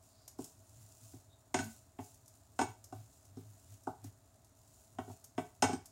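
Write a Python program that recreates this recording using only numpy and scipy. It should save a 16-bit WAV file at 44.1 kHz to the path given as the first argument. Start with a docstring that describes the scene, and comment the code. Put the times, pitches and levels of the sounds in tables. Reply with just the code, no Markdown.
"""A wooden spatula turns rice in a non-stick pan, heard close by in a small kitchen.
From the start the hob's fan hums faintly and moist rice crackles, swelling with each push of the blade.
The blade squeaks on the coating, a sticky clump snaps, then wood knocks the pan and judders as it drags.
Harder knocks with short scrapes follow near 1.6 and 2.6 s. The turning goes on more gently until the
loudest cluster of knocks near 5.6 s; the kitchen answers each one."""
import sys
import numpy as np
from scipy import signal
from scipy.fft import rfft, irfft, next_fast_len
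from scipy.io import wavfile
from scipy.ndimage import map_coordinates

SR = 44100
rng = np.random.default_rng(int(sys.argv[2]) if len(sys.argv) > 2 else 0)


def dump_mix(stems):
    """Bounce the given channels to the path in sys.argv[1] as a 16-bit WAV at rate SR."""
    frames = np.atleast_2d(stems).T  # one column per channel
    limited = np.clip(frames, -1, 1)  # hard clip at full scale
    pcm = np.round(limited * 32767).astype(np.int16)
    wavfile.write(sys.argv[1], SR, pcm)


N = 260631

# The spatula meets the pan. Each row: start in seconds, relative level of the clonk in dB,
# then thump, clack and click in dB against that clonk.
KNOCKS = [(0.388, -46, 10.5, -22, -11.5), (1.134, -60.5, 12.5, -11, -7), (1.542, -27.5, -1, -5.5, -6.5),
          (1.589, -46, 11.5, 7, 1), (1.988, -41.5, 3, -14.5, -30), (2.59, -25.5, -7, -8.5, -14),
          (2.613, -27.5, 0, -13, -11), (2.924, -41.5, -2, -21, -19.5), (3.37, -57.5, 16.5, -17, -5.5),
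          (3.87, -32.5, -2.5, -30, -27), (4.042, -55, 10, -17, -11), (4.985, -34.5, -1.5, -13, -23.5),
          (5.077, -53.5, 7.5, -24, -24), (5.097, -48.5, 0.5, -27, -24), (5.379, -31, 1.5, -11.5, -21),
          (5.623, -21, -6, -9, -6.5), (5.64, -27.5, -0.5, -5, -9.5), (5.692, -35, 0, -16, -23),
          (5.731, -38, 8.5, -9.5, -6.5)]


def amp(db):
    """Decibels to gain."""
    return 10 ** (np.asarray(db) / 20)


def unit(x):
    """Scale to rms 1."""
    return x / np.sqrt(np.mean(x ** 2) + 1e-20)


def along(points, hz):
    """Read a curve of (Hz, value) points on a log frequency axis."""
    freqs, values = np.transpose(points)
    return np.interp(np.log(hz + 1), np.log(freqs + 1), values)


def wobble(rate):
    """A smooth random curve with `rate` knots a second."""
    return map_coordinates(rng.standard_normal(int(N * rate / SR) + 4), [np.arange(N) * rate / SR])


def filtered(x, response):
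    """Equalise x with a gain given as a function of frequency."""
    size = next_fast_len(len(x) + 8192)
    return irfft(rfft(x, size) * response(np.fft.rfftfreq(size, 1 / SR)), size)[:len(x)]


def coloured(x, spectrum):
    """Shape x with a curve of (Hz, dB) points, at rms 1."""
    return unit(filtered(x, lambda hz: amp(along(spectrum, hz))))


def narrow_noise(centre_hz, width_hz):
    """Noise through one resonance, at rms 1."""
    noise = rng.standard_normal(N)
    return unit(filtered(noise, lambda hz: 1 / (1 + (2 * (hz - centre_hz) / width_hz) ** 2)))


def swelling(peak_s, half_s):
    """A bell-shaped rise and fall."""
    return np.exp(-np.minimum(((np.arange(N) / SR - peak_s) / half_s) ** 2, 20))


def grains(size, rate, spread_db):
    """Random impulses of unequal size, about `rate` a second."""
    hit = rng.random(size) < rate / SR
    return hit * rng.choice([-1, 1], size) * amp(spread_db * np.minimum(rng.exponential(size=size), np.pi))


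def add(track, start_s, sound):
    """Mix a sound into the track."""
    part = track[max(round(start_s * SR), 0):][:len(sound)]
    part += sound[:len(part)]


def hob(fan_db=-66, whirr_db=-78, drift_rad=0.27):
    """The cooling fan: a faint unsteady hum, a soft rush of air and a whirr in its duct."""
    # The hum's tones. Each row: frequency in Hz, rms level in dB.
    tones = [(199.2, -92), (279.9, -85.5), (559.9, -87.5), (640.6, -109), (1281, -95)]
    # The colour of the rushing air. Each row: frequency in Hz, relative level in dB.
    air_colour = [(15, -56), (25, -22.5), (49, -12.5), (102, 1.5), (165, -18.5), (188, -18), (281, -14),
                  (306, -19), (439, -20.5), (521, -34.5), (631, -17.5), (1050, -25), (1510, -29.5),
                  (2910, -40.5), (4000, -34), (5200, -43), (8800, -120)]
    t = np.arange(N) / SR
    hum = sum(amp(db) * np.sqrt(2) * np.sin(2 * np.pi * hz * t + drift_rad * wobble(6.8))
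              for hz, db in tones)
    rush = amp(fan_db) * coloured(rng.standard_normal(N), air_colour)
    whirr = amp(whirr_db) * narrow_noise(centre_hz=650, width_hz=60)
    return rush + hum + whirr


def stirring(rest_db=-74, waver_db=1, attack_s=0.017, heap_db=9.5, settle_db_per_s=110):
    """The rice's envelope: it builds as grains heap up before the blade, then settles to a sizzle."""
    # Pushes through the rice. Each row: start in seconds, length in seconds, gain at the end in dB.
    strokes = [(0.01, 0.024, -68), (0.373, 0.041, -56.5), (0.581, 0.54, -63), (1.594, 0.11, -58.5),
               (1.976, 0.073, -60), (2.264, 0.086, -71), (2.88, 0.12, -70), (3.054, 0.12, -68),
               (3.4, 0.34, -67), (4.554, 0.27, -67), (4.986, 0.14, -64.5), (5.356, 0.04, -63)]
    t = np.arange(N) / SR
    power = amp(rest_db + waver_db * wobble(6.7)) ** 2
    for start, length, db in strokes:
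        entered = np.clip((t - start) / attack_s, 0, 1)
        to_go = np.clip(1 - (t - start) / length, 0, 1)
        since_end = np.maximum(t - start - length, 0)
        power += (entered * amp(db - heap_db * to_go - settle_db_per_s * since_end)) ** 2
    return np.sqrt(power)


def rice(crackle_db=-3, hiss_db=-2.5, peel_t60_s=0.01):
    """Moist grains peel apart in tiny bursts and sizzle, more as the spatula turns them."""
    # The colour of crackle and hiss. Each row: frequency in Hz, relative level in dB.
    rice_colour = [(880, -19), (1500, -11.5), (1920, -35), (2600, -9.5), (3080, -13.5), (6140, -3),
                   (7180, 3), (7850, -2.5), (8840, -2), (11800, -8), (15000, -9), (15800, -7.5)]
    peel = amp(-60 * np.arange(SR // 50) / SR / peel_t60_s)
    burst_power = signal.fftconvolve(grains(N, rate=450, spread_db=4.6) ** 2, peel ** 2)[:N]
    crackle = coloured(np.sqrt(abs(burst_power)) * rng.standard_normal(N), rice_colour)
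    hiss = coloured(rng.standard_normal(N), rice_colour)
    return stirring() * (amp(crackle_db) * crackle + amp(hiss_db) * hiss)


def squeaks():
    """The blade rubs the coating: a faint, narrow band of friction noise swells and fades."""
    # Each row: peak time in seconds, half length in seconds, pitch in Hz, bandwidth in Hz, level in dB.
    rubs = [(0.214, 0.11, 4760, 1310, -74), (1.326, 0.025, 3730, 240, -72.5)]
    out = np.zeros(N)
    for peak_s, half_s, hz, width_hz, db in rubs:
        out += amp(db) * swelling(peak_s, half_s) * narrow_noise(hz, width_hz)
    return out


def ticks(level_db=-5, attack_s=0.00093, t60_s=0.046):
    """A sticky clump of rice lets go with a short, bright snap."""
    # The biggest clumps. Each row: start in seconds, relative level in dB.
    clumps = [(0.278, -38.5), (0.442, -39.5), (1.641, -41.5), (2.142, -50), (2.2584, -53), (2.2784, -47.5),
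              (2.841, -43.5), (3.252, -55), (3.8347, -52.5), (4.041, -44.5), (4.357, -61), (4.445, -55.5),
              (4.569, -61), (5.2417, -41), (5.857, -42)]
    # The colour of a snap. Each row: frequency in Hz, relative level in dB.
    snap_colour = [(710, -10), (1200, -13.5), (2220, -19.5), (4020, -12.5), (4380, -10), (5320, -2.5),
                   (6600, 1), (11900, -6), (13000, -3.5), (15800, -18)]
    out, t = np.zeros(N), np.arange(SR // 6) / SR
    for start, db in clumps:
        envelope = amp(db + level_db - 60 * t / t60_s) * (1 - np.exp(-t / attack_s))
        add(out, start, envelope * coloured(rng.standard_normal(len(t)), snap_colour))
    return out


def pan_ring(t, clatter_db, clatter_t60, vary_db, ring_share=1, tilt_db_per_octave=0, swell_cycles=0.71):
    """One blow rings the pan's modes, each at a fresh strength, over a short dense clatter."""
    # The pan on its glass top. 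Each row: frequency in Hz, relative level in dB, free t60 in seconds.
    pan_modes = [(101.5, -11, 0.39), (159.6, -10, 0.29), (261.1, 7, 0.15), (330.5, 0.5, 0.066),
                 (377.7, 1.5, 0.1), (423.3, -5, 0.14), (638.5, -5, 0.17), (722, 6.5, 0.084),
                 (768.5, 1.5, 0.1), (843, -9, 0.066), (967, -21, 0.066), (1124, -13.5, 0.16),
                 (1214, -17, 0.062), (1506, 1.5, 0.074), (1526, 0, 0.048), (1998, -11.5, 0.11),
                 (2237, -16, 0.22), (2734, -7.5, 0.067), (3083, -11.5, 0.074), (3670, -24, 0.19),
                 (4005, -16, 0.097), (5230, -7, 0.11), (5840, -18, 0.12), (5980, -14, 0.09),
                 (6420, -11, 0.12), (6820, -7, 0.16), (7390, -13, 0.14), (8180, -8, 0.16),
                 (8720, -10, 0.13)]
    # Dense resonances of pan, spatula and hob. Each row: frequency in Hz, relative level in dB.
    clatter_colour = [(60, -51), (130, -27), (260, 0), (400, -7), (520, -29.5), (740, 10.5), (1200, -9.5),
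                      (2800, -14.5), (4200, -18.5), (6000, -12), (8600, -17), (10500, -26.5), (15500, -43)]
    hz, db, t60 = np.transpose(pan_modes)[:, :, None]
    tilt = lambda f: tilt_db_per_octave * np.log2(f / SR)
    polarity = rng.choice([-1, 1], hz.shape)
    strength = polarity * amp(db + tilt(hz) + vary_db * rng.standard_normal(hz.shape))
    swell = 1 - np.exp(-hz * t / swell_cycles)  # the low modes are the slowest to speak
    decay = amp(-60 * t / (t60 * ring_share))
    modes = np.sum(strength * swell * decay * np.sin(2 * np.pi * hz * t), axis=0)
    clatter = coloured(rng.standard_normal(len(t)), clatter_colour)
    clatter = filtered(clatter, lambda f: amp(tilt(f + hz[0])))
    return modes + amp(clatter_db - 60 * t / (clatter_t60 * ring_share)) * clatter


def knocks(level_db=-6, bare_db_per_octave=0.89, damped_ring=0.63):
    """Wood hits the pan: bright when bare, a thump when rice cushions it; the blade damps the ring."""
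    out, t = np.zeros(N), np.arange(SR // 4) / SR
    bands_hz = [(70, 500), (500, 1330), (1330, 3600), (3600, 14000)]  # thump, clonk, clack, click
    registers = [signal.butter(7, band, 'band', fs=SR, output='sos') for band in bands_hz]
    for start, db, thump, clack, click in KNOCKS:
        tilt = bare_db_per_octave - 0.26 * thump  # more thump, duller blow
        blow = pan_ring(t, clatter_db=6, clatter_t60=0.12, vary_db=3.0,
                        ring_share=damped_ring, tilt_db_per_octave=tilt)
        for register, band_db in zip(registers, [thump, 0, clack, click]):
            part = signal.sosfilt(register, blow)
            attack_rms = np.std(part[:SR // 50])
            add(out, start, amp(level_db + db + band_db) * part / attack_rms)
    return out


def drags(level_db=-6, waver=0.0455, shudder=0.21, skid_delay_s=0.029, skid_hz=101.2, skid_half_s=0.027):
    """Wood sticks and slips on the coating and shakes the pan near its lowest resonance."""
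    # Each row: peak time in seconds, relative level in dB, slip rate in Hz, half length in seconds.
    judders = [(0.814, -46.5, 110, 0.07), (1.04, -47.5, 110, 0.029), (1.641, -39, 102, 0.04),
               (1.67, -40.5, 223, 0.046), (2.702, -40, 108, 0.022), (3.003, -44, 108, 0.044),
               (3.46, -50.5, 100, 0.18), (3.726, -43, 95, 0.039), (4.06, -42.5, 100, 0.037)]
    # The rumble of uneven slips. Each row: frequency in Hz, relative level in dB.
    rumble_colour = [(70, -60), (110, 0), (150, -9.5), (190, -20.0), (260, -11.0), (400, -34.5)]
    wavering_time = np.cumsum(1 + waver * wobble(30)) / SR
    rumble = shudder * coloured(rng.standard_normal(N), rumble_colour)
    # The blade also skids after every knock, a little louder after a hard one.
    skids = [(start + skid_delay_s, -39 + 0.12 * db, skid_hz, skid_half_s) for start, db, *_ in KNOCKS]
    out = np.zeros(N)
    for peak_s, db, hz, half_s in judders + skids:
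        judder = np.sin(2 * np.pi * hz * wavering_time) + rumble
        out += amp(db + level_db) * swelling(peak_s, half_s) * judder
    return out


def scrapes(slips_per_s=900):
    """After a blow the edge scrapes on, catching and slipping; each slip rings the pan."""
    # Each row: start in seconds, length in seconds, level in dB.
    slides = [(1.555, 0.052, -43.5), (2.594, 0.031, -38), (5.658, .06, -46.5)]
    out, t = np.zeros(N), np.arange(SR // 4) / SR
    for start, length, db in slides:
        size = int(length * SR)
        slips = grains(size, slips_per_s, spread_db=-1.5)
        scrape = signal.fftconvolve(slips, pan_ring(t, clatter_db=12, clatter_t60=0.085, vary_db=1.5))
        add(out, start, amp(db) * scrape / np.std(scrape[:size]))
    return out


def kitchen(x, predelay_s=0.007):
    """Short reflections from worktop and walls; deep bass and high treble die first."""
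    # The room's decay. Each row: frequency in Hz, t60 in seconds.
    decay_times = [(100, 0.081), (300, 0.28), (700, 0.27), (5000, 0.32), (14000, 0.19)]
    hz, t, noise = signal.stft(rng.standard_normal(SR // 2), SR, nperseg=256)
    decay = amp(-60 * t / along(decay_times, hz)[:, None])
    tail = signal.istft(noise * decay, SR, nperseg=256)[1]
    delayed = np.pad(x, (int(predelay_s * SR), 0))
    return signal.fftconvolve(delayed, tail / np.linalg.norm(tail))[:N]


def scene(pan_room_db=-8, rice_room_db=-7, send_highpass_hz=400):
    """Pan and rice with the kitchen's reverb, over dry judder and fan, in mono."""
    pan = knocks() + scrapes() + squeaks()
    food = rice() + ticks()
    # A small pan sends little bass to the walls.
    pan_send = signal.sosfilt(signal.butter(1, send_highpass_hz, 'high', fs=SR, output='sos'), pan)
    room = amp(pan_room_db) * kitchen(pan_send) + amp(rice_room_db) * kitchen(food)
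    return (pan + food + room + drags() + hob())[None]


def record(dry, top_hz=15850):
    """A brick-wall low-pass takes off the very top."""
    return np.array([filtered(channel, lambda hz: hz < top_hz) for channel in dry])


dry = scene()
out = record(dry)
dump_mix(out)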